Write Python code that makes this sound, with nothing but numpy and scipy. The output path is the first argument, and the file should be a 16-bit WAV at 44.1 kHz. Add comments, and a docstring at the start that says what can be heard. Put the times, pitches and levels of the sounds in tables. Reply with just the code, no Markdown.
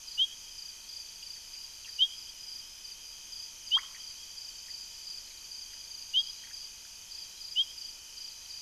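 """Night at a waterhole, heard by one fixed microphone. A near cricket chirps in threes and fours from the start,
falling sine strokes blurred by reflections; a near reed frog gives five loud rising sine whistles with bank echoes.
Other frogs join with short damped clicks, and with the third whistle comes one bubbling whoop.
A lower cricket strokes in faint bouts. All through, reflected far frogs and crickets, trills and a mole cricket
blend into a high drone over shaped noise and a faint electric hum of steady sines."""
import sys
import numpy as np
from scipy import signal
from scipy.fft import rfft, irfft, next_fast_len
from scipy.io import wavfile

SR = 44100
rng = np.random.default_rng(int(sys.argv[2]) if len(sys.argv) > 2 else 0)


def pcm_store(signal):
    """Save signal as 16-bit PCM."""
    levels = np.round(np.clip(np.atleast_2d(signal), -1, 1) * 32767)
    wavfile.write(sys.argv[1], SR, levels.astype(np.int16).T)


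N = 379701
T = np.arange(N) / SR


def undb(db):
    """Decibels to gain."""
    return 10 ** (np.asarray(db) / 20)


def level(x, db):
    """Set the rms level."""
    return x * undb(db) / np.sqrt(np.mean(x ** 2))


def tone(hz):
    """A sine that follows a pitch curve from a random starting phase."""
    cycles = np.cumsum(hz) / SR
    return np.sin(2 * np.pi * (cycles + rng.random()))


def ramp(u):
    """A smooth step from 0 to 1 as u goes from 0 to 1."""
    return np.sin(np.pi / 2 * np.clip(u, 0, 1)) ** 2


def walk(rate, size=N):
    """Smooth random wandering with a spread near 1: noise rolled off above about `rate` Hz."""
    padded = next_fast_len(size)
    spectrum = rfft(rng.standard_normal(padded))
    hz = np.arange(len(spectrum)) * SR / padded
    smooth = irfft(spectrum / (1 + (hz / rate) ** 4), padded)
    return level(smooth[:size], 0)


def add(out, s, sound):
    """Mix a sound in from time s on, cut at the ends of the scene."""
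    start = int(s * SR)
    first, last = max(start, 0), min(start + len(sound), N)
    if last > first:
        out[first:last] += sound[first - start:last - start]


def scatter(x, t60):
    """Diffuse reflections: a decaying noise tail of unit energy, falling 60 dB in t60 seconds."""
    t = T[:SR]
    tail = rng.standard_normal(SR) * np.exp(-np.log(1000) * t / t60)
    return signal.fftconvolve(x, tail / np.linalg.norm(tail))[:N]


def whistle(swell_s, fade_s, shift_hz, noise_share, pace=1):
    """One rising note of a reed frog; the vocal sac swells to a peak and closes. A higher pace shortens it."""
    top_hz, climb_hz_per_s, levels_off_s, knee_hz = 3272, 8620, 0.0062, 62.6
    open_s, close_s = 0.026, 0.024
    crest_db, crest_s = 8, 0.014
    flutter_db, soft_flutter_db = 1.25, 1.5
    # time 0 is the loudest moment; the pitch climbs steadily and bends into its top just after it
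    t = np.arange(-swell_s, fade_s, pace / SR)
    below_top = knee_hz * np.logaddexp(0, climb_hz_per_s * (levels_off_s - t) / knee_hz)
    crest = undb(crest_db / (1 + (t / crest_s) ** 2) - crest_db)
    shape = ramp((t + swell_s) / open_s) * crest * ramp((fade_s - t) / close_s)
    # the note is least steady where it is soft
    flutter = walk(90, size=8192)[:len(t)] * (flutter_db + soft_flutter_db * (1 - shape) ** 2)
    # a faint band of noise around 3.5 kHz follows the note's loudness
    noise_band = walk(360, size=8192)[:len(t)] * tone(np.full(len(t), 3490.))
    clean = tone(top_hz + shift_hz - below_top)
    return shape * undb(flutter) * (clean + noise_share * noise_band)


def near_frog():
    """Five whistles from the near bank, each sized by its own swell and fade."""
    # whistles: loudest moment t/s, peak level before flutter and noise band/dB,
    # swell before it/s, fade after it/s
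    whistles = [(.220, -18.5, 0.051, 0.042), (2.029, -18.5, 0.049, 0.044), (3.755, -18, 0.05, 0.037),
                (6.179, -18, 0.048, 0.045), (7.602, -19, 0.051, 0.039)]
    out = np.zeros(N)
    for s, db, swell_s, fade_s in whistles:
        add(out, s - swell_s, undb(db) * whistle(swell_s, fade_s, 0, noise_share=0.11))
    return out


def banks(x):
    """Smeared echoes from the banks and a faint longer tail from the bush."""
    # bank echoes: delay/s, level/dB
    echoes = [(.085, -23.5), (.112, -33), (.245, -29)]
    out = undb(-20.5) * scatter(x, t60=0.32)
    for delay_s, db in echoes:
        add(out, delay_s, undb(db) * scatter(x, t60=0.15))
    return out


def bubbling_frog():
    """One fast upward whoop on an S-shaped glide, broken up by close reflections, then echoed across the water."""
    start_s, length_s, peak_db = 3.761, 0.04, -35.5
    low_hz, high_hz, turn_s, glide_s = 789, 2500, 0.021, 0.0066
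    attack_s, fade_db_per_s, release_s = 0.0084, 380, 0.0097
    t = np.arange(0, length_s, 1 / SR)
    hz = low_hz + (high_hz - low_hz) / (1 + np.exp((turn_s - t) / glide_s))
    shape = ramp(t / attack_s) * ramp((length_s - t) / release_s)
    fade = undb(peak_db - fade_db_per_s * (t - attack_s))
    call = np.zeros(N)
    add(call, start_s, shape * fade * tone(hz))
    # close reflections: a short diffuse tail and one distinct repeat
    whoop = call + undb(-1) * scatter(call, t60=0.091)
    add(whoop, .0046, undb(-3) * call)
    # a long tail and three echoes from across the water
    out = whoop + undb(-17) * scatter(whoop, t60=1.1)
    for delay_s, echo_db in [(.060, -20), (.138, -26), (.210, -29)]:
        add(out, delay_s, undb(echo_db) * whoop)
    return out


def clicking_frogs(attack_s=0.0015, decay_s=.003):
    """Each click rings a heavily damped vocal sac at a wavering pitch; a weaker one usually follows."""
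    # clicks: t/s, peak level of the direct click/dB, centre f/Hz, gap to the second click/s (0 for none)
    clicks = [(1.225, -44, 2940, 0.004), (1.360, -56, 2020, 0.013), (1.549, -48, 2470, 0.0072),
              (1.846, -41.5, 2870, 0.011), (1.877, -50, 2010, .012), (3.946, -45, 1990, 0.016),
              (4.683, -50, 1940, 0.014), (5.309, -53, 2300, .011), (5.732, -54, 1770, 0.0037),
              (6.436, -48.5, 1910, 0.011), (6.470, -52, 1890, 0.028), (6.509, -51, 1960, 0.0037),
              (6.850, -55, 1510, 0), (7.179, -52, 2500, 0.0036), (7.631, -39, 5220, 0)]
    out, t = np.zeros(N), T[:2048]
    shape = (1 - np.exp(-t / attack_s)) * np.exp(-t / decay_s)
    shape = shape / shape.max()
    for s, db, hz, gap_s in clicks:
        first, second = (undb(db) * shape * tone(hz + 170 * walk(400, size=2048)) for _ in range(2))
        add(out, s, first)
        if gap_s > 0:
            add(out, s + gap_s, undb(-2) * second)
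    return out + undb(-10) * scatter(out, t60=.1)


def syllable(top_hz, fall_hz, length_s):
    """One wing stroke: the scraper slows along the file, so the pitch falls."""
    u = np.linspace(0, 1, int(length_s * SR))
    return np.sin(np.pi * u) * tone(top_hz - fall_hz * u ** 1.475)


def near_cricket(gap_s=.0353, stroke_s=.026):
    """Chirps of three or four uneven falling strokes, blurred by the grass around the singer."""
    # chirps: middle of the first stroke t/s, mean stroke level before the blur mix/dB, strokes
    chirps = [(0.083, -37.5, 3), (.588, -40.5, 4), (0.898, -38, 4), (1.236, -39, 4), (1.541, -40, 4),
              (1.893, -40.5, 4), (2.190, -41, 4), (2.492, -38, 4), (2.852, -39, 3), (3.331, -37.5, 4),
              (3.679, -39, 4), (4.007, -39.5, 4), (4.383, -39.5, 4), (4.712, -38, 4), (5.076, -37, 4),
              (5.516, -38.5, 4), (5.914, -39.5, 4), (6.198, -39, 4), (6.543, -38, 4), (7.118, -39, 4),
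              (7.415, -38, 4), (7.783, -37, 4), (8.180, -37.5, 4), (8.508, -38.5, 4)]
    out = np.zeros(N)
    for s, db, strokes in chirps:
        for k, (pitch, force) in enumerate(rng.standard_normal((4, 2))[:strokes]):
            stroke = syllable(top_hz=5028 + 30 * pitch, fall_hz=666, length_s=stroke_s)
            add(out, s - stroke_s / 2 + k * gap_s, undb(db + 1.2 * force) * stroke)
    return .72 * out + .3 * scatter(out, t60=.07) + .44 * scatter(out, t60=.3)


def low_cricket():
    """Short bouts of faint, deeply falling strokes, uneven in strength and pace."""
    # bouts: start t/s, end t/s, stroke rate/Hz, mean stroke level before reflections/dB
    bouts = [(0.02, .2, 21, -54), (0.746, 1.1, 35, -65), (1.6, 2.0, 27, -60), (3.9, 4.25, 26, -62),
             (4.7, 5.05, 30, -67), (5.07, 5.42, 17, -55), (6.094, 6.45, 31.5, -57.5), (7.094, 7.5, 30, -58),
             (8.149, 8.6, 28, -57)]
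    out = np.zeros(N)
    for start, end, rate, db in bouts:
        for s, (late, pitch, force) in zip(np.arange(start, end, 1 / rate), rng.standard_normal((16, 3))):
            stroke = syllable(top_hz=4400 + 70 * pitch, fall_hz=650, length_s=.024)
            add(out, s + .004 * late, undb(db + 3 * force) * stroke)
    return out + .8 * scatter(out, t60=.15)


def far_frogs(count=220):
    """Many reed frogs across the water; only reflections arrive, so the notes melt into a murmur."""
    spacing_s = N / SR / count
    out = np.zeros(N)
    for k, (late, pitch, near) in enumerate(rng.standard_normal((count, 3))):
        note = whistle(.045, .035, -30 + 110 * pitch, noise_share=.04, pace=2.5)
        add(out, (k + late / 2) * spacing_s, undb(2 * near) * note)
    return level(scatter(out, t60=1.0), -60.5)


def far_crickets(count=80):
    """Four-stroke chirps like the near cricket's, further off, arrive as a wash of reflections."""
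    # far chorus loudness: t/s, level before a -0.5 dB trim/dB
    chorus = [(0.0, -54), (0.17, -54), (0.6, -55), (0.93, -58), (2.42, -50.5), (2.57, -51.5), (3.14, -54),
              (3.4, -52), (3.91, -53.5), (4.1, -55), (4.6, -52.5), (5.42, -52), (6.14, -51), (6.26, -52.5),
              (6.86, -56), (7.65, -50), (7.94, -56), (8.61, -53)]
    spacing_s = N / SR / count
    out = np.zeros(N)
    for k, (late, pitch, near) in enumerate(rng.standard_normal((count, 3))):
        stroke = undb(near) * syllable(top_hz=5020 + 70 * pitch, fall_hz=467, length_s=0.0222)
        for repeat in range(4):
            add(out, (k + late / 2) * spacing_s + repeat * .036, stroke)
    db = np.interp(T, *np.transpose(chorus))
    wash = scatter(out, t60=0.35)
    return level(wash, -0.5) * undb(db)


def trill(hz, rate, fall_hz, duty, jitter):
    """An unbroken train of falling wing strokes with wandering pitch; each sounds for `duty` of its cycle."""
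    cycle = np.cumsum(rate * (1 + .005 * walk(3))) / SR % 1
    u = np.minimum(cycle / duty, 1)
    return np.sin(np.pi * u) * tone(hz * (1 + jitter * walk(80.1)) - fall_hz * (u - .5))


def trills():
    """Crickets all round the water, each swelling and fading on its own, part direct and part reflected."""
    # singers: mid-stroke f/Hz, stroke rate/Hz, fall in each stroke/Hz, rms level/dB,
    # diffuse share of the power (0-1), swell spread before a cap at 2/dB (a minus sign only flips it)
    singers = [(3130, 40, 410, -63.5, 0.78, 2), (4666, 28, 480, -56.5, 0.87, -4),
               (5206, 26, 520, -62, 1, 13), (5920, 35, 450, -60.5, 0, 2), (6200, 150, 920, -59.5, 0.7, 4),
               (6130, 75, 800, -59.5, 1, 2.5), (6334, 140, 1000, -58.5, 0, 8.5),
               (6970, 52, 1600, -63, 1, 3)]
    out = np.zeros(N)
    for hz, rate, fall_hz, db, diffuse, swell_db in singers:
        song = trill(hz, rate, fall_hz, duty=.7, jitter=.018)
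        song = song * undb(min(swell_db, 2) * walk(0.46))
        direct = np.sqrt(1 - diffuse) * song
        reflected = np.sqrt(diffuse) * scatter(song, t60=0.081)
        out += level(direct + reflected, db)
    return out


def mole_cricket():
    """A low, even buzz from a burrow: a fast train of wing strokes with a short reflected tail."""
    song = trill(2480, 65.2, 230, duty=.72, jitter=.01)
    song = song + .4 * scatter(song, t60=.1)
    return level(song, -65.0)


def air():
    """Far insects and microphone hiss as shaped noise, plus steady sines for electric hum and a thin whine."""
    # noise spectrum: f/Hz, relative density level/dB
    hiss_curve = [(15, 15.5), (24, 19.5), (33, 17.5), (48, 12), (80, 8), (150, 3.5), (400, 0.5), (1000, 2),
                  (2000, 3.5), (2750, 7), (3800, 6.5), (5300, 12), (6200, 12), (7500, 3), (11000, 4),
                  (13600, 0.5)]
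    # hum and whine: f/Hz, rms level/dB
    hum_lines = [(25, -73.5), (50, -75), (75, -79), (100, -82.5), (200, -86.5), (250, -87.5), (350, -84.5),
                 (450, -87.5), (920.6, -75)]
    hz, db = np.transpose(hiss_curve)
    bins = np.maximum(np.fft.rfftfreq(N, 1 / SR), 1)
    gain = undb(np.interp(np.log(bins), np.log(hz), db))
    hiss = irfft(rfft(rng.standard_normal(N)) * gain, N)
    hum = sum(level(tone(np.full(N, f)), line_db) for f, line_db in hum_lines)
    return level(hiss, -53) + hum


def scene():
    """All callers and the background reach one microphone, the same in both channels."""
    frog = near_frog()
    frogs = frog + banks(frog) + bubbling_frog() + clicking_frogs() + far_frogs()
    insects = near_cricket() + low_cricket() + far_crickets() + trills() + mole_cricket()
    mono = frogs + insects + air()
    return np.array([mono, mono])


def record(dry):
    """The recorder cuts the top steeply with an elliptic low-pass at 13.7 kHz."""
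    low_pass = signal.ellip(12, .1, 70, 13700, fs=SR, output="sos")
    return signal.sosfilt(low_pass, dry)


dry = scene()
out = record(dry)
pcm_store(out)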